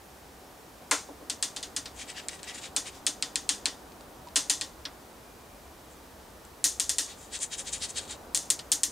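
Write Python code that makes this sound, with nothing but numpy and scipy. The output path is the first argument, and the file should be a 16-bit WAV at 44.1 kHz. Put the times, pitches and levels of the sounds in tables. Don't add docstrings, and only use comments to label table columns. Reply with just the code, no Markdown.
import sys
import numpy as np
from scipy import signal
from scipy.io import wavfile

SR = 44100
rng = np.random.default_rng(int(sys.argv[2]) if len(sys.argv) > 2 else 0)


def voltage_ratio(level):
    return 10 ** (np.asarray(level, float) / 20)


def generate_wav(signal):
    frames = np.transpose(np.atleast_2d(signal))
    scaled = np.clip(frames, -1, 1) * 32767
    pcm = np.round(scaled).astype(np.int16)
    wavfile.write(sys.argv[1], SR, pcm)


N = 392931
TIME = np.arange(N) / SR
AGE = np.arange(SR // 2) / SR

# [f/Hz, level/dB per Hz]
ROOM_SPECTRUM = [(15, -64), (25, -15.5), (64, -2), (108, -11.5), (200, -12.5), (249, -8), (285, -10.5),
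                 (416, -10), (641, -12.5), (734, -10.5), (1840, -21.5), (2350, -25), (2990, -25.5),
                 (6740, -28), (16000, -32.5)]
# [f/Hz, likeness 0..1]
LIKENESS = [(60, 1.0), (130, 0.96), (290, 0.81), (640, 0.72), (1410, 0.46), (3100, 0.55), (6820, 0.83),
            (15000, 0.97)]
# [t/s, level/dB]
STREET = [
    (0.0, -52.5),
    (1.96, -50),
    (3.5, -49.5),
    (5.93, -52),
    (7.47, -51),
    (8.14, -48),
    (8.91, -50.5),
]
# [t/s, level/dB]
RUMBLE_SWELLS = [
    (1.91, 4),
    (3.0, 2),
    (4.2, 2),
    (4.74, 3.5),
    (5.61, 3),
    (6.35, 4),
    (6.95, 4),
    (7.77, 5),
    (8.26, 4),
]
# [from t/s, to t/s, f/Hz, width/Hz, level/dB]
WHINES = [
    (0, 4.2, 750, 18, -64),
    (0, 1.4, 5500, 40, -75),
    (5.25, 5.7, 2400, 40, -72),
    (7.6, 8.6, 540, 30, -63),
]
# [t/s, bright peak level/dB, dull peak level/dB, rattle level under the tick/dB, rattle t60/s]
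RAPS = [(0.9108, -14.5, -16.5, -16, 0.25), (1.2979, -19, -19.5, -19, 0.16),
        (1.4256, -14.5, -16, -19.5, 0.19), (1.5626, -27.5, -25.5, -15.5, 0.16),
        (1.628, -28, -26, -16.5, .16), (1.7634, -19.5, -20.5, -17, 0.15), (1.8567, -36, -27.5, -18, 0.17),
        (2.7629, -13.5, -16, -19.5, 0.18), (3.0655, -11.5, -13, -21, 0.18), (3.2241, -16.5, -13, -25, 0.2),
        (3.3565, -14.5, -13, -25.5, 0.22), (3.4909, -12.5, -12, -21, 0.22),
        (3.656, -15.5, -10.5, -23.5, .2), (4.3575, -13, -15, -14.5, 0.21),
        (4.4969, -12.5, -15.5, -16, 0.21), (4.611, -21, -18, -20, 0.18), (6.6407, -10.5, -18, -16.5, 0.24),
        (6.7976, -11.5, -17, -21, 0.23), (6.8932, -12, -18, -20.5, 0.21), (6.9829, -13, -17.5, -19, 0.26),
        (8.3466, -11, -17.5, -21.5, 0.27), (8.5017, -7, -15, -22.5, .145), (8.7171, -8.5, -16, -18.5, 0.16),
        (8.8328, -8.5, -16, -22.5, 0.18)]
# [t/s, bright peak level/dB, dull peak level/dB, rattle level under the tick/dB]
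GLANCES = [
    (4.8524, -38, -20.5, -18.5),
    (8.591, -33, -28, -15),
]
# [lag t/s, level/dB]
ECHOES = [(.0006, -7), (.0021, -11), (.0047, -8), (.0063, -12)]
# [f/Hz, width/Hz, level/dB]
BRIGHT = [(4240, 1060, -8), (5400, 700, -2.5), (5980, 350, 2.5), (6430, 140, -4), (6426, 160, -2.5),
          (6570, 490, 2.5), (7340, 460, 1), (8160, 600, -2), (9000, 610, 0.5), (9390, 880, -4.5),
          (10170, 890, -8.5)]
# [f/Hz, width/Hz, level/dB]
DULL = [(1670, 68, -7.5), (1903, 76, -3.5), (2505, 340, -7), (2905, 570, -0.5), (3105, 334, 1.5),
        (3493, 214, 3), (3850, 610, 0), (4220, 460, 0), (4780, 290, 1.5), (4994, 320, 0), (5690, 220, -4)]
# [f/Hz, width/Hz, level/dB]
AIR = [(10500, 2600, 19), (15600, 2500, -23)]
# [f/Hz, width/Hz, level/dB]
THUD = [(453, 87, -6.5), (620, 42, -4), (800, 140, -6.5), (1053, 72, -1.5), (1333, 190, -4),
        (2100, 680, -7)]
# [f/Hz, width/Hz, level/dB]
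CRACK_BRIGHT = [(7600, 1100, 0), (9500, 1500, -6)]
# [f/Hz, width/Hz, level/dB]
CRACK_DULL = [(2200, 700, -8), (4300, 900, 0)]
# [t/s, peak level/dB]
SOFT_THUDS = [
    (1.084, -36),
    (1.205, -39),
]
# [t/s, peak level/dB, f/Hz, t60/s]
KNOCKS = [
    (4.269, -36, 970, .07),
    (3.53, -43, 205, .2),
    (1.087, -40, 450, .08),
    (1.207, -41, 470, .08),
]
# [middle t/s, bright level/dB, dull level/dB, half-length/s]
STROKES = [(1.976, -51.5, -57, .02), (2.014, -43.5, -44, 0.017), (2.1, -44.5, -44.5, 0.016),
           (2.182, -49, -41.5, 0.018), (2.24, -59, -64, .012), (2.293, -50, -39.5, 0.0044),
           (2.331, -48, -50.5, 0.024), (2.397, -55, -54, 0.0066), (2.442, -50, -50, 0.0086),
           (2.493, -45.5, -41, .017), (2.554, -44, -47, 0.01), (2.586, -47, -46.5, 0.0092),
           (2.646, -46, -44, 0.019), (2.874, -41.5, -43.5, 0.014), (2.96, -57, -55, 0.022),
           (5.923, -59, -65, .015), (7.105, -50, -46, 0.022), (7.224, -50.5, -59.5, 0.034),
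           (7.349, -35, -38, 0.017), (7.429, -30, -41.5, 0.015), (7.535, -35.5, -36.5, 0.012),
           (7.598, -33.5, -42.5, 0.013), (7.68, -37.5, -40.5, .014), (7.737, -30, -41.5, 0.0084),
           (7.758, -42, -44.5, 0.014), (7.837, -33, -35.5, 0.016), (7.901, -40, -50, 0.009),
           (7.979, -34, -35, 0.012), (8.004, -50.5, -55, 0.046), (8.115, -42, -41, 0.017)]
# [f/Hz, width/Hz, level/dB]
RUB_BRIGHT = [(6210, 620, -3), (6990, 370, 0), (7660, 740, 0.5), (8740, 510, -0.5), (9350, 1400, -2.5)]
# [f/Hz, width/Hz, level/dB]
RUB_DULL = [(3217, 200, -4), (3405, 35, -6), (3780, 260, -1.5), (4370, 170, -2), (4880, 1000, 0)]
# [f/Hz, width/Hz, level/dB]
RUB_DEEP = [(1656, 360, -3), (1957, 63, -2.5), (2260, 270, -2.5), (2890, 350, -2.5)]
# [t/s, bright peak level/dB, dull peak level/dB]
TICKS = [(2.102, -26, -39), (2.2852, -15, -25.5), (2.4312, -26, -32.5), (2.546, -31, -43),
         (2.5835, -35, -44), (3.9204, -51, -44), (4.009, -43, -42), (4.2735, -48, -43), (4.2865, -48, -39),
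         (6.451, -36.5, -50), (7.432, -20, -42), (7.4404, -22, -36), (7.733, -20, -41), (7.7408, -23, -42),
         (8.3745, -10, -21)]

HISS_TOP_HZ = 16250
RUMBLE_DB, RUMBLE_FOLLOWS, RUMBLE_GROWS_DB_PER_S, SWELL_HALF_S = -61.5, 0.26, 0.39, 0.07
PANEL_HZ, PANEL_T60_S, PANEL_LAG_S = 291, 0.086, 0.018
THUD_UNDER_DB, FLAT_BLOW_DB = -2.5, 12.5
FULL_SWING_S, SWING_THUD_DB = 0.5, 2
THUD_LOSS_PER_DB = 0.24
GLANCE_T60_S, GLANCE_THUD_DB = 0.079, -3.5
REGRIP_S, DEEP_FIRM_DB, DEEP_LIGHT_DB = 2.9, -0.5, -5.5


def at_hz(points, hz):
    table = np.array(points)
    return np.interp(np.log(hz), np.log(table[:, 0]), table[:, 1])


def add(track, s, piece):
    start = round(s * SR)
    track[..., start:start + piece.shape[-1]] += piece[..., :N - start]


def body(x, peaks):
    out, click = 0, 0
    unit = np.eye(1, 2000)[0]
    for k, (hz, width, level_db) in enumerate(peaks):
        r = np.exp(-np.pi * width / SR)
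        b = (-1) ** k * voltage_ratio(level_db) * (1 - r * r) / 2 * np.array([1, 0, -1])
        a = [1, -2 * r * np.cos(2 * np.pi * hz / SR), r * r]
        out = out + signal.lfilter(b, a, x + 1e-18)
        click = click + signal.lfilter(b, a, unit)
    return out / np.abs(click).max()


def grit(size, spread_db, side_db):
    sizes = voltage_ratio(spread_db * rng.standard_normal(size))
    mid, side = rng.standard_normal((2, size)) * sizes / np.sqrt(np.mean(sizes ** 2))
    return mid + voltage_ratio(side_db) * side * [[1], [-1]]


def top_cut(x):
    return signal.sosfilt(signal.cheby2(16, 60, HISS_TOP_HZ, fs=SR, output="sos"), x)


def room_tone():
    out = 0
    edges = 19 * 2 ** np.arange(0, 10.1, 1 / 3)
    white = rng.standard_normal((2, 2, N + SR))
    street_db = np.interp(TIME, *np.transpose(STREET))
    swell_db = sum(db * np.exp(-.5 * ((TIME - s) / SWELL_HALF_S) ** 2) for s, db in RUMBLE_SWELLS)
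    rumble_db = RUMBLE_DB + RUMBLE_GROWS_DB_PER_S * TIME + swell_db
    rumble_db = rumble_db + RUMBLE_FOLLOWS * (street_db - street_db.mean())
    rumble, hum, hiss = voltage_ratio(rumble_db + 28), voltage_ratio(street_db + 21.5), voltage_ratio(-29.5)
    for k, (low, high) in enumerate(zip(edges, edges[1:])):
        band = signal.butter(2, [low, high], "band", fs=SR, output="sos")
        mid, side = signal.sosfilt(band, white[k % 2])[:, SR:]
        hz = np.sqrt(low * high)
        alike = np.clip(at_hz(LIKENESS, hz), 0, 1)
        level = rumble if hz < 110 else hum if hz < 1500 else hiss
        stereo = np.sqrt(1 + alike) * mid + np.sqrt(1 - alike) * side * [[1], [-1]]
        out = out + level * voltage_ratio(at_hz(ROOM_SPECTRUM, hz)) * stereo
    return top_cut(out)


def whines():
    out = 0
    for start, end, hz, width, level_db in WHINES:
        peak = [(hz, width, 0)]
        tone = body(body(rng.standard_normal(N), peak), peak)
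        fade = np.interp(TIME, [start - .2, start, end, end + .2], [0, 1, 1, 0])
        out = out + voltage_ratio(level_db) * fade * tone / tone.std()
    return out


def panel_push():
    push = np.hanning(round(2 * PANEL_LAG_S * SR)) * np.ones((2, 1))
    return push * np.sin(2 * np.pi * PANEL_HZ * AGE[:push.shape[1]])


def panel_ring(pushes):
    r = voltage_ratio(-60 / (PANEL_T60_S * SR))
    turn = 2 * np.pi * PANEL_HZ / SR
    return signal.lfilter([0, np.sin(turn)], [1, -2 * r * np.cos(turn), r * r], pushes + 1e-18)


def slap_tick():
    tick = np.zeros((2, len(AGE)))
    tick[:, 0] = 1
    for (lag, echo_db), (jitter, size) in zip(ECHOES, rng.standard_normal((len(ECHOES), 2))):
        tick[:, round(SR * lag * (1 + .06 * jitter))] += voltage_ratio(echo_db + 2 * size) * np.sign(jitter)
    return tick


def raps():
    bright, dull, air, thud, panel, crack_bright, crack_dull = np.zeros((7, 2, N))
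    push = panel_push()
    blows = sorted(RAPS + [(*row, GLANCE_T60_S) for row in GLANCES])
    pauses = np.diff(np.array(blows)[:, 0], prepend=0)
    for pause, (s, bright_db, dull_db, rattle_db, t60) in zip(pauses, blows):
        crisp_db = bright_db - dull_db
        thud_db = dull_db + rattle_db + THUD_UNDER_DB - THUD_LOSS_PER_DB * crisp_db
        thud_db += FLAT_BLOW_DB * (s == RAPS[0][0])
        thud_db += SWING_THUD_DB * (pause > FULL_SWING_S)
        thud_db += GLANCE_THUD_DB * (t60 == GLANCE_T60_S)
        s = s + .0006
        fade = voltage_ratio(-60 * AGE / np.clip(t60, .05, .5)) + voltage_ratio(-26 - 60 * AGE / .6)
        early = voltage_ratio(-60 * AGE / .06)
        build = voltage_ratio(rattle_db - 2) * (1 - np.exp(-AGE / .001))
        tick = slap_tick()
        fine, coarse, low = (grit(len(AGE), 3.0, side_db) for side_db in (-16, -12, -14))
        add(crack_bright, s, voltage_ratio(bright_db + 4.5) * tick * voltage_ratio([[.7], [-.7]]))
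        add(crack_dull, s, voltage_ratio(dull_db - 3.5) * tick * voltage_ratio([[1.5], [-1.5]]))
        add(bright, s, voltage_ratio(bright_db) * build * (voltage_ratio(-0.05) * fade + voltage_ratio(-13.5) * early) * fine)
        add(dull, s, voltage_ratio(dull_db - 6.5) * (voltage_ratio(4.0) * tick + build * (fade + early) * coarse))
        air_db = bright_db + 1.84 * crisp_db - 20
        add(air, s, voltage_ratio(air_db) * build * fade * voltage_ratio(-60 * AGE / .5) * fine)
        thud_shape = (1 - np.exp(-AGE / 0.00077)) * voltage_ratio(-60 * AGE / 0.21)
        add(thud, s, voltage_ratio(thud_db - 16.8) * thud_shape * low)
        add(panel, s, voltage_ratio(min(thud_db, -28) - 52.5) * push)
    cracks = body(crack_bright, CRACK_BRIGHT) + body(crack_dull, CRACK_DULL)
    rattle = body(bright, BRIGHT) + body(dull, DULL) + body(air, AIR)
    return cracks + top_cut(rattle + body(thud, THUD) + panel_ring(panel))


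def soft_thuds():
    thud, panel = np.zeros((2, 2, N))
    soften = signal.butter(4, 750, fs=SR, output="sos")
    for s, thud_db in SOFT_THUDS:
        swell = (1 - np.exp(-AGE / 0.0026)) * voltage_ratio(-60 * AGE / 0.13) * grit(len(AGE), 4.8, side_db=-7)
        add(thud, s, voltage_ratio(thud_db - 11.5) * signal.sosfilt(soften, swell))
        add(panel, s, voltage_ratio(thud_db - 52.5) * panel_push())
    return top_cut(body(thud, THUD) + panel_ring(panel))


def knocks():
    out = 0
    for s, peak_db, hz, t60 in KNOCKS:
        age = np.maximum(TIME - s, 0)
        shape = voltage_ratio(peak_db - 60 * age / t60) * (1 - np.exp(-age * hz / 2))
        out = out + shape * np.sin(2 * np.pi * hz * age)
    return out


def rubbing():
    out = 0
    r = voltage_ratio(-60 / (.2 * SR))
    catch_db = 1.6 * rng.standard_normal((len(STROKES), 3, 5))
    middle, bright_db, dull_db, half = np.transpose(STROKES)
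    deep_db = dull_db + np.where(middle < REGRIP_S, DEEP_FIRM_DB, DEEP_LIGHT_DB)
    groups = (bright_db, RUB_BRIGHT, -14), (dull_db, RUB_DULL, -9), (deep_db, RUB_DEEP, -13)
    for column, (level, peaks, side_db) in enumerate(groups):
        grains = grit(N, 6.5, side_db)
        for k, (hz, width, peak_db) in enumerate(peaks):
            push = np.zeros(N)
            for s, half_s, stroke_db in zip(middle, half, level + catch_db[:, column, k]):
                bell = np.exp(-.5 * ((TIME[:SR // 5] - .1) / half_s) ** 2)
                add(push, s - .1, voltage_ratio(stroke_db) * bell)
            push = push + voltage_ratio(-10.5) * signal.lfilter([1 - r], [1, -r], push)
            rung = body(grains, [(hz, width, 0)])
            out = out + (-1) ** k * voltage_ratio(peak_db - 5.5) * push * rung / rung.std()
    tip = signal.butter(8, [1000, 10600], "band", fs=SR, output="sos")
    return signal.sosfilt(tip, out) * voltage_ratio([[1.1], [-1.1]])


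def dry_ticks():
    crack_bright, crack_dull = np.zeros((2, 2, N))
    for s, bright_db, dull_db in TICKS:
        tail = voltage_ratio(-29.5 - 60 * AGE / 0.046) * grit(len(AGE), 6, side_db=-5)
        snap = np.eye(1, len(AGE)) + tail
        add(crack_bright, s, voltage_ratio(bright_db) * snap)
        add(crack_dull, s, voltage_ratio(dull_db + 3) * snap)
    return body(crack_bright, CRACK_BRIGHT) + body(crack_dull, CRACK_DULL)


def scene():
    background = room_tone() + whines()
    contacts = raps() + soft_thuds() + dry_ticks()
    return background + contacts * voltage_ratio([[.6], [-.6]]) + knocks() + rubbing()


def roll_off(x):
    return signal.sosfilt(signal.butter(12, 17080, fs=SR, output="sos"), x)


def record(dry):
    rounded = .9 * np.tanh(dry / .9)
    mix = signal.sosfilt(signal.cheby2(10, 60, 17500, fs=SR, output="sos"), rounded)
    return roll_off(mix)


dry = scene()
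out = record(dry)
generate_wav(out)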